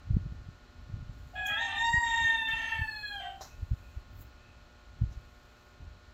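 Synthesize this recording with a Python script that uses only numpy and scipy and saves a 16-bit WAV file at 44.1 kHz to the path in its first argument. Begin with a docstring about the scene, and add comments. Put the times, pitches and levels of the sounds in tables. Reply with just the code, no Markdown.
"""Rooster outside a kitchen

A rooster crows once in the yard: a hoarse start, a long held note, a falling end. It is built from
sliding overtones, rough growl and breath noise, with lower notes from a second voice and yard echoes.
Indoors a plastic ladle nudges pumpkin pieces in a wok: shaped noise makes light scrapes and a faint
sizzle, fading tones make one knock. Moving air and handling thump on the close microphone as rumble
and short swings. A motor hums in sine waves; a far bird and a low drone are narrow bands of noise."""
import sys
import numpy as np
from scipy import signal
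from scipy.fft import rfft, irfft
from scipy.io import wavfile
from scipy.ndimage import uniform_filter1d

SR = 44100
rng = np.random.default_rng(int(sys.argv[2]) if len(sys.argv) > 2 else 0)


def store_pcm(level_fs):
    """Save levels as 16-bit WAV."""
    pcm = np.round(np.clip(level_fs, -1, 1) * 32767).astype(np.int16)
    wavfile.write(sys.argv[1], SR, np.atleast_2d(pcm).T)


N = 270333   # length in samples

CROW_START_S, CROW_END_S = 1.33, 3.345


def rooster():
    """Two voices of one bird sound together, inside a shared fade in and fade out."""
    t = seconds()
    fade_in = np.clip((t - CROW_START_S) / 0.0065, 0, 1)
    fade_out = np.clip((CROW_END_S - t) / 0.14, 0, 1)
    return fade_in * fade_out * (first_voice() + second_voice())


# The crow steps up, arches and sinks. Each row: time in seconds, pitch in Hz.
CROW_PITCH = [(1.36, 835), (1.44, 835.5), (1.55, 813.6), (1.58, 906.5), (1.63, 917), (1.72, 892.4),
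              (1.83, 924.8), (1.96, 943.8), (2.1, 922.6), (2.22, 916.4), (2.46, 893.7), (2.56, 905.2),
              (2.72, 901.7), (2.95, 852.4), (3.1, 825.3), (3.22, 769.8), (3.3, 775)]
# How hard the bird pushes. Each row: time in seconds, effort in dB before the offsets below.
CROW_EFFORT = [(1.36, -38), (1.42, -34.5), (1.62, -33.5), (1.69, -38.5), (1.85, -29), (1.97, -30),
               (2.02, -33), (2.15, -29.5), (2.38, -31), (2.5, -32.5), (2.57, -28.5), (2.65, -28.5),
               (2.76, -33), (2.92, -42), (3.18, -40), (3.3, -38.5)]
# How the beak opens. Each row: time in seconds, frequency in Hz that sets the moving resonances.
BEAK_OPENING = [(1.35, 3560), (1.95, 3628), (2.47, 3556), (2.58, 3860), (2.87, 4214), (3.3, 4210)]
VOICE_DB = 1   # strong overtones, relative to effort


def first_voice(flutter=0.00211, entry_s=1.351, tension_s=0.031):
    """The syrinx (the bird's voice organ) gives a stack of overtones; when pressed it grows rough."""
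    pitch = uniform_filter1d(in_time(CROW_PITCH)[0], int(tension_s * SR))   # muscle tension cannot jump
    effort_db, = in_time(CROW_EFFORT)
    opening_hz, = in_time(BEAK_OPENING)
    jitter, growl_gain, rasp_gain = hoarseness(effort_db)
    unsteady_pitch = pitch * (1 + jitter * drift(107.5) + flutter * drift(43.2))
    phase = 2 * np.pi * np.cumsum(unsteady_pitch) / SR
    voice = from_db(effort_db + VOICE_DB) * strong_partials(phase, pitch, opening_hz)
    voice += beak_tone(phase, pitch)
    voice += growl_gain * growl(phase) + rasp_gain * rasp(phase)
    return voice * np.clip((seconds() - entry_s) / 0.014, 0, 1)


# Spells in which the voice breaks up; they add to the clear values below.
# Each row: start and end in seconds, pitch jitter as a share, half-pitch growl in dB, rasp in dB.
ROUGH_SPELLS = [(1.343, 1.38, 0.0075, -72, -50), (1.464, 1.55, 0.0031, -61, -57),
                (1.57, 1.794, 0.0082, -65, -50.5), (2.055, 2.247, 0.0047, -48, -55.5),
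                (2.259, 2.346, 0.0014, -47, -49), (2.475, 2.771, 0.0029, -45.5, -48.5),
                (3.208, 3.299, 0.008, -51, -53)]
CLEAR_JITTER = 0.0033   # share of the pitch
CLEAR_GROWL_DB, CLEAR_RASP_DB = -49, -46   # relative to effort
BREAK_S = 0.016   # time the voice takes to break or clear


def hoarseness(effort_db):
    """Jitter, growl and rasp follow a clear voice and rise in each hoarse spell."""
    jitter = CLEAR_JITTER
    growl_gain = from_db(effort_db + CLEAR_GROWL_DB)
    rasp_gain = from_db(effort_db + CLEAR_RASP_DB)
    for start, end, share, growl_db, rasp_db in ROUGH_SPELLS:
        on = spell(start, end, BREAK_S)
        jitter = jitter + share * on
        growl_gain = growl_gain + from_db(growl_db) * on
        rasp_gain = rasp_gain + from_db(rasp_db) * on
    return jitter, growl_gain, rasp_gain


# Fixed resonances that the five strong overtones slide through. 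Each row: frequency in Hz, gain in dB.
WINDPIPE_COLOUR = [(780, 6), (825, -14), (900, -7), (930, 0), (1550, -7), (1660, 0), (1900, 1), (2350, -22),
                   (2520, -10), (2710, -14), (2850, -24), (3130, -2), (3320, -6), (3450, -28), (4550, -46),
                   (4680, -27)]
# Two resonances move with the beak and jump up late in the held note.
# Each row: share of the opening frequency, peak gain in dB, width in Hz.
MOVING_RESONANCES = [(0.744, -11.5, 185), (1.002, -5.5, 309)]
# A wide-open beak weakens the lowest partial.
OPENING_HZ, WIDE_OPEN_HZ, OPEN_FUNDAMENTAL_DB = 3650, 3760, -2


def strong_partials(phase, pitch, opening_hz, shimmer=0.23, swell_db=2.5, count=5):
    """The lowest partials trade places as they cross resonances of windpipe and beak; rms about 1."""
    multiples = np.arange(1, count + 1)
    hz = multiples[:, None] * pitch
    gains = at_hz(WINDPIPE_COLOUR, hz)
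    for share, db, width in MOVING_RESONANCES:
        offset = 2 * (hz - share * opening_hz) / width
        gains = gains + from_db(db) / (1 + offset ** 2) ** 2
    gains[0] *= from_db(np.interp(opening_hz, [OPENING_HZ, WIDE_OPEN_HZ], [0, OPEN_FUNDAMENTAL_DB]))
    total = 0
    for k, gain in zip(multiples, gains):
        wavering = (1 + shimmer * drift(32)) * from_db(swell_db * np.tanh(drift(12)))
        total = total + gain * np.sin(k * phase) * wavering
    return total / np.sqrt(np.sum(gains ** 2, axis=0) / 2)


# Colour of the higher overtones. Each row: frequency in Hz, gain in dB.
BEAK_COLOUR = [(4500, 4), (5500, -7.5), (5900, -9), (6400, 3), (6950, -21), (7500, 15.5), (8100, -1.5),
               (8350, -25), (9500, -24.5), (11700, -17), (14000, -23), (16000, -25)]
RING_DB = -70.5   # ring while the pitch is relaxed
STRAIN_FROM_HZ, STRAIN_FULL_HZ, STRAIN_DB = 894.7, 919.2, 21.5   # extra ring at full strain
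SHEEN_DB, SHEEN_START_S, SHEEN_END_S = -71.5, 1.76, 3.16


def beak_tone(phase, pitch):
    """The beak rings louder as pitch is strained upward; a top sheen sounds through the long note."""
    strain = np.interp(pitch, [STRAIN_FROM_HZ, STRAIN_FULL_HZ], [0, 1])
    ring = from_db(RING_DB + STRAIN_DB * strain) * stack(phase, pitch, np.arange(6, 11), BEAK_COLOUR)
    sheen_gain = from_db(SHEEN_DB) * spell(SHEEN_START_S, SHEEN_END_S, BREAK_S)
    return ring + sheen_gain * stack(phase, pitch, np.arange(11, 20), BEAK_COLOUR)


# Lines halfway between the overtones. Each row: multiple of the pitch, level in dB.
GROWL_LINES = [(1.5, -7.5), (2.5, 0), (3.5, 1.5), (4.5, -19)]


def growl(phase, phase_jitter=0.1):
    """Alternate cycles differ, unsteadily, which puts lines halfway between the partials; rms 1."""
    total = 0
    for k, db in GROWL_LINES:
        line = np.sin(k * phase + phase_jitter * drift(180))
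        total = total + from_db(db) * line * (1 + 0.45 * drift(75))
    return rms_one(total)


# Colour of the throat. Each row: frequency in Hz, gain in dB.
THROAT_COLOUR = [(520, -36), (660, -4), (780, -12.5), (950, -15), (1100, -26), (1330, -5.5), (1520, -27),
                 (1800, -2), (2150, -12), (2650, -4), (3250, -2), (3700, -14), (4200, -20.5), (6000, -30)]


def rasp(phase, bursts_db=9.5):
    """Air escapes in a puff each cycle, in uneven bursts, and rings the throat; rms 1."""
    puffs = rng.standard_normal(N) * (1 + np.cos(phase))
    return coloured(puffs * from_db(bursts_db * np.tanh(drift(80))), THROAT_COLOUR)


# The other side of the syrinx adds lower notes at the start and end.
# Each row: start and end in seconds, pitch in Hz before scoop and sag, then levels in dB of
# the first partial, the overtones and the half-pitch growl.
SECOND_VOICE_NOTES = [(1.338, 1.443, 762, -44, -64, -87), (1.483, 1.604, 668, -52.5, -42, -72),
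                      (1.60, 1.664, 815, -43, -45, -77), (1.675, 1.771, 812, -43.5, -46, -49),
                      (1.776, 1.864, 799, -49.5, -70, -75), (3.199, 3.333, 728.6, -42, -53.5, -64)]
SCOOP_HZ, SCOOP_S, SAG_HZ_PER_S = 60.2, 0.022, 50   # each note scoops up, and sags as it goes


def second_voice(jitter=0.009, shimmer=0.084, fade_s=0.016):
    """Lower, unsteady notes beat against the first voice and make the crow hoarse."""
    pitch, first, upper, rough = SECOND_VOICE_NOTES[0][2], 0, 0, 0
    for start, end, hz, first_db, upper_db, growl_db in SECOND_VOICE_NOTES:
        age = np.maximum(seconds() - start, 0)
        on = spell(start, end, fade_s)
        scoop = SCOOP_HZ * np.exp(-age / SCOOP_S)
        sag = SAG_HZ_PER_S * np.minimum(age, end - start)
        pitch = np.where(age > 0, hz - scoop - sag, pitch)
        first = first + from_db(first_db) * on
        upper = upper + from_db(upper_db) * on
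        rough = rough + from_db(growl_db) * on
    phase = 2 * np.pi * np.cumsum(pitch * (1 + jitter * drift(92.6))) / SR
    voice = np.sqrt(2) * first * np.sin(phase + 0.5 * drift(46))
    voice += upper * stack(phase, pitch, np.arange(2, 6), THROAT_COLOUR)
    voice += rough * (np.sin(1.5 * phase) + np.sin(2.5 * phase))
    return voice * (1 + shimmer * drift(92))


YARD_T60_S = 0.31   # time for the echoes to fall by 60 dB
YARD_DB, DIRECT_DB = -1.5, -4   # echoes and direct sound


def yard(x, first_echo_s=0.012):
    """Walls return a dense tail of echoes, made here of fading noise."""
    t = np.arange(SR) / SR
    echoes = rng.standard_normal(SR) * from_db(-60 * t / YARD_T60_S) * (t > first_echo_s)
    tail = signal.fftconvolve(x, echoes / np.linalg.norm(echoes))[:N]
    return from_db(DIRECT_DB) * x + from_db(YARD_DB) * tail


# Touches of the ladle. Each row: peak time in seconds, level in dB, rise and decay in seconds,
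# then the shares in dB of dull wok body and of wet swish.
LADLE_TOUCHES = [(1.469, -46.5, 0.0059, 0.0083, -30, 2), (1.485, -61, .008, 0.058, -26, 3.5),
                 (2.485, -53, 0.0024, 0.029, -6, -7), (3.416, -45, 0.0019, 0.048, -1.5, -13),
                 (5.13, -68, 0.016, 0.022, 5, -15)]
# Colour of the wok body. Each row: frequency in Hz, gain in dB.
WOK_COLOUR = [(300, -7), (700, -1.5), (1200, -1.5), (2000, -11), (3000, -24), (3950, -4), (4600, -10),
              (5800, -2), (7000, -7.5), (8500, -29), (12000, -27.5), (16000, -27)]
# Colour of the wet swish. Each row: frequency in Hz, gain in dB.
SWISH_COLOUR = [(4000, -28), (5400, -6.5), (6900, 8), (8500, -14.5), (10000, -12), (12000, -1), (15000, 0),
                (16000, -10)]


def ladle(grain_db=1.0):
    """Each touch is a rush of tiny slips: the food-damped wok answers dully, the wet surface swishes."""
    body, swish = noise(WOK_COLOUR), noise(SWISH_COLOUR)
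    touches = 0
    for s, db, rise, decay, body_db, swish_db in LADLE_TOUCHES:
        mix = from_db(body_db) * body + from_db(swish_db) * swish
        touches = touches + stroke(s, rise, decay) * from_db(db) * mix
    return touches * from_db(grain_db * drift(300))


# Ringing tones of the wok. Each row: frequency in Hz, level in dB relative to the knock,
# time in seconds to fall by 60 dB.
WOK_TONES = [(640, -5, .14), (770, 8.5, 0.068), (1034, -2, 0.091), (1228, -15, .13), (1810, -13, 0.16),
             (3900, -8, .13), (5640, -10, 0.18), (6300, -16, .1), (7050, -14, 0.15)]
KNOCK_S, KNOCK_DB, CRACK_DB = 3.4095, -46.5, -53


def knock(crack_decay_s=0.008):
    """The ladle knocks the wok wall: a brief crack sets it ringing; the food damps it quickly."""
    age = np.maximum(seconds() - KNOCK_S, 0)
    ring = 0
    for hz, db, t60 in WOK_TONES:
        fading = from_db(np.maximum(db - 60 * age / t60, -200))
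        ring = ring + fading * np.sin(2 * np.pi * hz * age)
    crack = stroke(KNOCK_S, 0.0003, crack_decay_s) * noise(WOK_COLOUR)
    return from_db(KNOCK_DB) * ring + from_db(CRACK_DB) * crack


# Spells of hiss, added to the resting hiss. Each row: start and end in seconds, level in dB.
HISS_SPELLS = [(1.15, 4.0, -81), (5.12, 5.72, -87)]
# Colour of the hiss. Each row: frequency in Hz, gain in dB.
HISS_COLOUR = [(5000, -16.5), (7000, 8.5), (9500, -15), (11700, 0), (12800, -4), (15500, 2)]
# Spits of juice on hot metal. Each row: peak time in seconds, level in dB, rise and decay in seconds.
JUICE_SPITS = [(4.205, -64, 0.043, 0.039), (4.218, -59.5, 0.0036, .006)]
# Colour of the spits. Each row: frequency in Hz, gain in dB.
SPIT_COLOUR = [(5000, -30), (7200, -7.5), (9000, -27), (12000, -11), (15000, -3), (16000, -2)]
HISS_REST_DB, HISS_FADE_S = -85, 0.1


def sizzle(grain_db=2.0):
    """Juice hisses faintly on the metal and spits now and then."""
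    hiss = from_db(HISS_REST_DB)
    for start, end, db in HISS_SPELLS:
        hiss = hiss + from_db(db) * spell(start, end, HISS_FADE_S)
    both = swells(JUICE_SPITS) * noise(SPIT_COLOUR) + hiss * noise(HISS_COLOUR)
    return both * from_db(grain_db * drift(250))


# Gusts of air at the microphone.
# Each row: peak time in seconds, level in dB, rise and decay in seconds.
AIR_GUSTS = [(.14, -29, 0.032, 0.11), (.97, -44, 0.096, .3), (1.92, -42, 0.046, 0.065),
             (2.22, -46, 0.054, 0.086), (2.52, -46.5, 0.053, .1), (2.82, -46, 0.066, 0.094),
             (3.62, -47, 0.21, 0.09), (4.1, -48, 0.15, 0.15), (5.05, -38.5, .065, 0.096),
             (5.82, -51, 0.05, 0.088)]
# Colour of the rumble. Each row: frequency in Hz, gain in dB.
GUST_COLOUR = [(20, -11), (35, -1), (55, 1), (90, -2), (130, -11.5), (200, -21.5), (300, -25.5),
               (500, -44.5)]
# The strongest thumps. 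Each row: time in seconds, level of the main swing in dB, frequency in Hz.
MICROPHONE_THUMPS = [(.110, -18, 89.5), (0.147, -22.5, 61), (0.169, -16, 140), (0.264, -28, 109),
                     (0.324, -34.5, 137), (0.489, -32.5, 111), (.899, -35.5, 108), (0.942, -26.5, 86),
                     (0.969, -39.5, 148), (1.028, -31.5, 93), (1.097, -31.5, 97), (1.271, -39.5, 88.5),
                     (1.52, -42, 96.5), (1.943, -26, 117), (1.982, -26.5, 63), (2.248, -36, 75),
                     (2.538, -37, 97.4), (2.795, -31.5, 106), (2.82, -23, 72), (3.631, -25.5, 68.6),
                     (3.718, -19, 78), (3.735, -23, 79), (3.975, -29.5, 58), (5.021, -17, 97),
                     (5.039, -19.5, 80), (5.177, -32.5, 56.6), (5.808, -39, 86), (5.88, -38.5, 66)]
CALM_DB = -59   # rumble between gusts
SNAP_DB, SNAP_RATIO = -18.5, 2.13   # a faster swing sharpens each thump: level and speed relative to it


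def buffeting(cycles=0.5, lumpy_db=3.0):
    """Each thump pushes the diaphragm through one swing and back, over the lumpy rumble of gusts."""
    lumps = from_db(lumpy_db * np.tanh(drift(4)))
    out = (from_db(CALM_DB) + swells(AIR_GUSTS)) * lumps * noise(GUST_COLOUR)
    for s, db, hz in MICROPHONE_THUMPS:
        turns = (seconds() - s) * hz
        near = np.abs(turns) < 3
        snap = from_db(SNAP_DB) * swing(SNAP_RATIO * turns[near], cycles)
        out[near] -= from_db(db) * (swing(turns[near], cycles) + snap)
    return out


# Tones of the motor hum. Each row: whole multiple of the motor frequency, rms level in dB.
MOTOR_TONES = [(2, -72.5), (3, -77), (5, -73), (6, -75.5), (7, -77), (9, -74.5), (10, -80), (11, -75.5),
               (12, -69.5), (13, -85), (15, -77), (21, -81), (25, -84.5), (33, -81.5), (35, -80.5),
               (37, -82.5)]
# Colour of the room air. Each row: frequency in Hz, gain in dB.
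AIR_COLOUR = [(110, -41.5), (180, -1), (201, -18), (243, -12.5), (316, -7), (533, -8), (564, -6),
              (596, -10), (760, -11.5), (1460, -9.5), (1640, -12.5), (4090, -17), (7310, -25.5),
              (9330, -43), (15800, -49.5)]
MOTOR_HZ, AIR_DB = 119.7, -63.36


def kitchen(waver=0.013):
    """Steady room air, and a motor buzz of sine waves that waver together."""
    turns = MOTOR_HZ * seconds() + waver * drift(2.93)
    hum = 0
    for k, db in MOTOR_TONES:
        hum = hum + np.sqrt(2) * from_db(db) * np.sin(2 * np.pi * (k * turns + rng.random()))
    return hum + from_db(AIR_DB) * noise(AIR_COLOUR)


# A bird far away. Each row: peak time in seconds, level in dB, rise and decay in seconds.
FAR_BIRD_CALLS = [(3.529, -66, 0.036, 0.057), (3.88, -69, 0.12, .15), (4.47, -66.5, .09, 0.1),
                  (5.22, -71.5, .06, 0.057), (5.62, -73, .12, .12)]
FAR_HZ, FAR_WIDTH_HZ = 2570, 160
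DRONE_HZ, DRONE_WIDTH_HZ = 256, 43.4
# The drone outside swells once and fades.
DRONE_PEAK_S, DRONE_RISE_S, DRONE_DECAY_S = 2.45, 1, 0.29
DRONE_SWELL_DB, DRONE_REST_DB = -58.5, -79   # the swell adds to the resting level


def distance():
    """Faint calls of a far bird and a low drone, blurred on their way into narrow bands of noise."""
    swell = from_db(DRONE_SWELL_DB) * stroke(DRONE_PEAK_S, DRONE_RISE_S, DRONE_DECAY_S)
    drone = (from_db(DRONE_REST_DB) + swell) * narrow_noise(DRONE_HZ, DRONE_WIDTH_HZ)
    return swells(FAR_BIRD_CALLS) * narrow_noise(FAR_HZ, FAR_WIDTH_HZ) + drone


def from_db(db):
    """Decibels to gain."""
    return 10 ** (np.asarray(db) / 20)


def rms_one(x):
    """Scale to rms 1 (rms is the average strength)."""
    return x / np.sqrt(np.mean(x ** 2) + 1e-20)


def seconds():
    """Time of every sample."""
    return np.arange(N) / SR


def in_time(rows):
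    """Each column of a curve, sample by sample."""
    s, *columns = np.transpose(rows)
    return [np.interp(seconds(), s, c) for c in columns]


def at_hz(points, hz):
    """Gain of a spectrum at given frequencies."""
    f, db = np.transpose(points)
    return from_db(np.interp(np.log(hz + 1), np.log(f), db))


def stack(phase, pitch, multiples, spectrum, uneven_db=6.0):
    """Partials slide through fixed resonances, each wavering by itself; total rms about 1 throughout."""
    gains = np.array([at_hz(spectrum, k * pitch) * from_db(uneven_db * drift(27)) for k in multiples])
    total = sum(g * np.sin(k * phase) for k, g in zip(multiples, gains))
    return total / np.sqrt(np.sum(gains ** 2, axis=0) / 2)


def coloured(x, spectrum):
    """Give a sound a colour that falls away beyond its ends; rms 1."""
    hz = np.fft.rfftfreq(N, 1 / SR) + 1
    low_end = 1 / (1 + (spectrum[0][0] / hz) ** 8)
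    high_end = 1 / (1 + (hz / spectrum[-1][0]) ** 60)
    return rms_one(irfft(rfft(x) * at_hz(spectrum, hz) * low_end * high_end, N))


def noise(spectrum):
    """Noise of a given colour; rms 1."""
    return coloured(rng.standard_normal(N), spectrum)


def narrow_noise(hz, width_hz):
    """Noise in one narrow band; rms 1."""
    edges = [hz - width_hz / 2, hz + width_hz / 2]
    band = signal.butter(2, edges, "band", fs=SR, output="sos")
    return rms_one(signal.sosfilt(band, rng.standard_normal(N)))


def drift(rate_hz):
    """Random wander, mostly slower than a given rate, drawn at every tenth sample; rms about 1."""
    smooth = signal.butter(2, rate_hz, fs=SR / 10, output="sos")
    slow = signal.sosfilt(smooth, rng.standard_normal((N + SR) // 10 + 1))[SR // 10:]   # skip the start-up
    return np.interp(np.arange(N) / 10, np.arange(len(slow)), rms_one(slow))


def stroke(s, rise, decay):
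    """Envelope that swells to 1 at s and dies away."""
    t = seconds() - s
    return np.exp(np.maximum(np.minimum(t / rise, -t / decay), -40))


def swells(rows):
    """Summed envelope of events given as peak time (s), level (dB), rise (s) and decay (s)."""
    return sum(from_db(db) * stroke(s, rise, decay) for s, db, rise, decay in rows)


def spell(start, end, fade):
    """Envelope that fades in around start, holds at 1 and fades out around end."""
    t = seconds()
    return np.clip(np.minimum(t - start, end - t) / fade + 0.5, 0, 1)


def swing(turns, cycles):
    """A cosine that lasts about the given number of cycles each way."""
    return np.cos(2 * np.pi * turns) * np.exp(-(turns / cycles) ** 2)


def scene():
    """All sources at one microphone."""
    crow = yard(rooster())
    wok = ladle() + knock() + sizzle()
    return (crow + wok + buffeting() + kitchen() + distance())[None]


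CUTOFF_HZ = 15850


def record(dry):
    """The top is cut steeply."""
    low_pass = signal.ellip(10, 0.2, 80, CUTOFF_HZ, fs=SR, output="sos")
    return signal.sosfilt(low_pass, dry)


dry = scene()
out = record(dry)
store_pcm(out)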